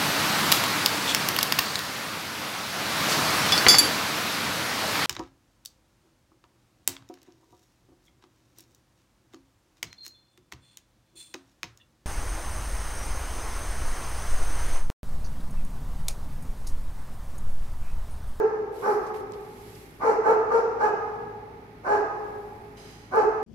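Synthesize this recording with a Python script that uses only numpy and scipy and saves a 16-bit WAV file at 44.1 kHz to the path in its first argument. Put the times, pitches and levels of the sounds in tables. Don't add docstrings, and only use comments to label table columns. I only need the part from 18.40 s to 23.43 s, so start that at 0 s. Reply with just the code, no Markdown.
import sys
import numpy as np
from scipy import signal
from scipy.fft import rfft, irfft
from scipy.io import wavfile

SR = 44100
rng = np.random.default_rng(int(sys.argv[2]) if len(sys.argv) > 2 else 0)


def transcribe(signal):
    frames = np.atleast_2d(signal).T
    limited = np.clip(frames, -1, 1)
    pcm = np.round(limited * 32767).astype(np.int16)
    wavfile.write(sys.argv[1], SR, pcm)


N = 221813

# (start [s], length [s], top pitch [Hz], voice level [dB], hoarseness [dB],
# chest tone relative to the voice [dB], mouth resonance [Hz])
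BARKS = [(-0.125, 0.13, 441, -27.5, -7.5, 4.5, 1720), (0.407, 0.17, 420.4, -30.5, -4.5, 0, 1320),
         (1.591, 0.18, 434.6, -29, -2.5, -0.5, 1200), (1.822, 0.14, 450.8, -24.5, -4.5, -4, 1370),
         (2.083, 0.15, 467.6, -27.5, -6, -1, 1240), (2.378, 0.1365, 433, -24.5, -7.5, -11, 1530),
         (3.427, 0.19, 420.3, -26, -6, -7.5, 1500), (4.703, 0.16, 423.8, -24, -6.5, -3, 1370)]
# (frequency [Hz], gain [dB])
THROAT_EQ = [(150, -17.5), (250, -7.5), (340, -13), (450, -2.5), (570, 0), (790, 4), (1030, 1), (1250, -3),
             (1650, -5.5), (1900, -23.5), (2500, -25), (3200, -35.5), (5000, -36.5), (8000, -43.5),
             (15500, -52.5)]
# (frequency [Hz], gain [dB])
TEETH_EQ = [(2000, -18), (3000, -12), (3700, -6.5), (4600, -4), (5600, 1.5), (6600, -2), (7400, -9.5),
            (9200, -13), (11800, -12), (15500, -36.5)]
# (frequency [Hz], time to fall 60 dB [s])
HALL_T60 = [(150, 5.3), (430, 2.17), (850, 1.985), (1500, 1.27), (2500, 1.53), (5500, 1.36), (12000, 0.053)]
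# (frequency [Hz], correlation [-1 to 1])
STEREO_LIKENESS = [(60, 0.95), (180, 0.94), (420, 0.8), (850, 0.3), (1500, -0.25), (2600, 0.0)]
# (frequency [Hz], level [dB])
HUM_PARTIALS = [(53.8, -59), (107.7, -57.5), (161.5, -66)]
# (frequency [Hz], gain [dB])
ROOM_TONE_EQ = [(32, -16), (50, -2), (80, -3), (125, 0), (270, -2), (550, -13), (1200, -15), (2200, -15),
                (3000, -26.5), (4200, -28.5), (6100, -33.5), (7800, -40), (11700, -35), (15500, -42)]
# (start [s], length [s], level [dB], rise [share of length])
JACKET_STROKES = [(0.306, 0.34, -54, 0.34), (0.6, 0.15, -62, 0.4), (0.736, 0.11, -56, 0.086),
                  (0.807, 1.0, -58.5, 0.46), (1.177, 0.3, -64, 0.7), (3.684, 1, -67.5, 0.29)]
# (frequency [Hz], gain [dB])
CLOTH_EQ = [(800, -22), (2200, 8), (4500, 5), (6400, 3), (7700, 4), (9000, 1.5), (11600, 8.5), (13500, 2),
            (15500, -10)]
# (time [s], level [dB], centre [Hz], decay [s])
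GRIT_TICKS = [(0.665, -55, 5430, 0.02), (0.743, -50, 2050, 0.025), (0.921, -41.5, 6400, 0.00087),
              (0.935, -53.5, 3787, 0.014), (1.353, -49, 5000, 0.0049), (4.756, -48.5, 10000, 0.004)]
# (frequency [Hz], gain [dB])
SCRAPE_MODES = [(3070, -1.5), (4080, -1.5), (4960, 0.5), (6020, -7.5), (6220, -3.5)]
# (frequency [Hz], gain [dB])
SCRAPE_EQ = [(2000, 5.5), (3500, 1), (6500, -9), (7200, -3), (12000, -6), (15000, -22)]


def undb(db):
    return 10 ** (np.asarray(db) / 20)


def unit(x):
    return x / np.sqrt(np.mean(x ** 2) + 1e-20)


def along(points, hz):
    f, value = np.transpose(points)
    return np.interp(np.log(np.maximum(hz, 1)), np.log(f), value)


def bins(x):
    return np.fft.rfftfreq(x.shape[-1], 1 / SR)


def eq(x, points):
    return irfft(rfft(x) * undb(along(points, bins(x))), x.shape[-1])


def resonate(x, hz, q):
    return signal.lfilter(*signal.iirpeak(min(hz, SR / 2 - 1000), q, SR), x)


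def wobble(n, rate):
    return unit(np.interp(np.arange(n) / SR * rate, np.arange(4096), rng.standard_normal(4096)))


def arch(u, peak):
    return np.sin(np.interp(u, [0, np.clip(peak, .05, .95), 1], [0, np.pi / 2, np.pi]))


def add(track, x, start_s):
    i = max(int(start_s * SR), 0)
    track[..., i:i + x.shape[-1]] += x[..., :track.shape[-1] - i]


def diffuse(n):
    noise = rng.standard_normal((2, n))
    alike = along(STEREO_LIKENESS, bins(noise))
    mid, side = rfft(noise) * np.sqrt([1 + alike, 1 - alike])
    return irfft(np.array([mid + side, mid - side]), n) / np.sqrt(2)


def bark(length_s, pitch_hz, voice_db, hoarse_db, chest_db, mouth_hz):
    n = SR // 3
    progress = np.arange(n) / SR / length_s
    effort, hoarse = arch(progress, peak=.465), undb(hoarse_db)
    jitter = (.02 + .05 * hoarse) * (2.1 - 1.4 * effort ** 2) * wobble(n, 300)
    fold_hz = pitch_hz * (.7 + .3 * effort ** .7) * (1 + jitter)
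    phase = 2 * np.pi * np.cumsum(fold_hz) / SR
    shimmer = 1 + .25 * wobble(n, 220)
    harmonics = sum(np.cos(k * phase) for k in range(1, 8))
    folds = unit(eq(harmonics * shimmer, THROAT_EQ))
    turbulence = rng.standard_normal(n) * (1 + .63 * np.cos(phase))
    rasp = .7 * hoarse * unit(eq(turbulence, THROAT_EQ))
    voice = folds * effort ** 2.2 + rasp * effort ** 1.2
    jaws = arch(progress, peak=.22) ** 2.5
    mouth = undb(-26.5) * jaws * resonate(folds + rasp, mouth_hz, q=3.8)
    snarl_band = unit(resonate(resonate(turbulence, 1800, q=1.8), 1950, q=6.1))
    snarl = undb(-40 + 1.7 * hoarse_db) * snarl_band * arch(progress, peak=.26)
    chest = undb(chest_db) * np.sqrt(2) * np.cos(phase) * shimmer * arch(progress, peak=.51) ** 2.2
    breath = undb(-54.5 + .5 * hoarse_db) * unit(eq(turbulence, TEETH_EQ)) * arch(progress, peak=.48)
    return undb(voice_db) * (voice + chest) + mouth + snarl + breath


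def hall(x, direct_db, early_db, early_decay_s, slap_db, slap_s, tail_db):
    t = np.arange(2 * SR) / SR
    noise = diffuse(len(t))
    spectrum, tail = rfft(noise), 0
    for band_hz, t60 in HALL_T60:
        band = along([(hz, hz == band_hz) for hz, _ in HALL_T60], bins(noise))
        tail = tail + irfft(spectrum * band) * np.exp(-np.log(1000) * t / t60)
    tail *= 1 - np.exp(-t / .03)
    early = diffuse(len(t)) * np.exp(-t / early_decay_s)
    slap = diffuse(len(t)) * (t > slap_s) * np.exp(-abs(t - slap_s) / .019)
    slap = eq(slap, [(800, -2), (1500, -16), (5000, -12.5)])
    response = undb(tail_db) * unit(tail) + undb(early_db) * unit(early) + undb(slap_db) * unit(slap)
    wet = signal.fftconvolve(x[None], response / np.sqrt(len(t)), axes=1)[:, :len(x)]
    direct = undb(direct_db) * eq(x, [(600, 0), (1300, -5), (4000, -13)])
    right_lag_s = .0002
    return wet + np.array([direct, np.roll(direct, int(right_lag_s * SR))])


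def dog():
    preroll = SR // 2
    track = np.zeros(preroll + N)
    for start_s, *shape in BARKS:
        add(track, bark(*shape), start_s + preroll / SR)
    in_hall = hall(track, direct_db=-1.5, early_db=3, early_decay_s=.021,
                   slap_db=-10, slap_s=.07, tail_db=-4)
    return in_hall[:, preroll:]


def hum():
    t = np.arange(N) / SR
    drone = np.zeros(N)
    for hz, db in HUM_PARTIALS:
        amplitude = np.sqrt(2) * undb(db + 1.5 * wobble(N, 7))
        drone += amplitude * np.sin(2 * np.pi * hz * t + .7 * wobble(N, 7))
    return drone


def room_tone(level_db):
    swell_db = .6 * wobble(N, 4)
    return undb(level_db + swell_db) * unit(eq(diffuse(N), ROOM_TONE_EQ))


def jacket(grain_db):
    t = np.arange(N) / SR
    strokes = sum(undb(db) * arch((t - start_s) / length_s, rise)
                  for start_s, length_s, db, rise in JACKET_STROKES)
    friction = diffuse(N) * undb(grain_db * wobble(N, 360))
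    return strokes * unit(eq(friction, CLOTH_EQ))


def grit():
    track, t = np.zeros((2, N)), np.arange(SR // 8) / SR
    for start_s, db, hz, decay_s in GRIT_TICKS:
        ring = resonate(resonate(diffuse(len(t)), hz, q=1.2), hz, q=1.2)
        add(track, undb(db) * unit(ring) * np.exp(-t / decay_s), start_s)
    return track


def scrape(start_s, attack_s, slide_s, ring_decay_s, hiss_decay_s):
    t = np.arange(N) / SR - start_s
    attack = np.clip(t / attack_s, 0, 1)
    since_stop = np.maximum(t - slide_s, 0)
    friction = diffuse(N)
    modes = sum(undb(db) * resonate(resonate(friction, hz, q=11), hz, q=11) for hz, db in SCRAPE_MODES)
    ring = undb(-57) * unit(modes) * np.exp(-since_stop / ring_decay_s)
    hiss = undb(-54.5) * unit(eq(diffuse(N), SCRAPE_EQ)) * np.exp(-since_stop / hiss_decay_s)
    return attack * (ring + hiss)


def scene():
    return (dog() + hum() + room_tone(level_db=-50.5) + jacket(grain_db=1) + grit()
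            + scrape(start_s=4.364, attack_s=.01, slide_s=.16, ring_decay_s=.2, hiss_decay_s=.16))


def record(dry):
    presence_db, high_cut_hz = 3, 15700
    left = eq(dry[0], [(1200, .0091), (2800, -presence_db), (5000, -presence_db), (7000, .034)])
    right = eq(dry[1], [(1200, .021), (2800, presence_db), (5000, presence_db), (7000, 0)])
    high_cut = signal.ellip(8, .2, 70, high_cut_hz, fs=SR, output="sos")
    return signal.sosfilt(high_cut, np.array([left, right]))


dry = scene()
out = record(dry)
transcribe(out)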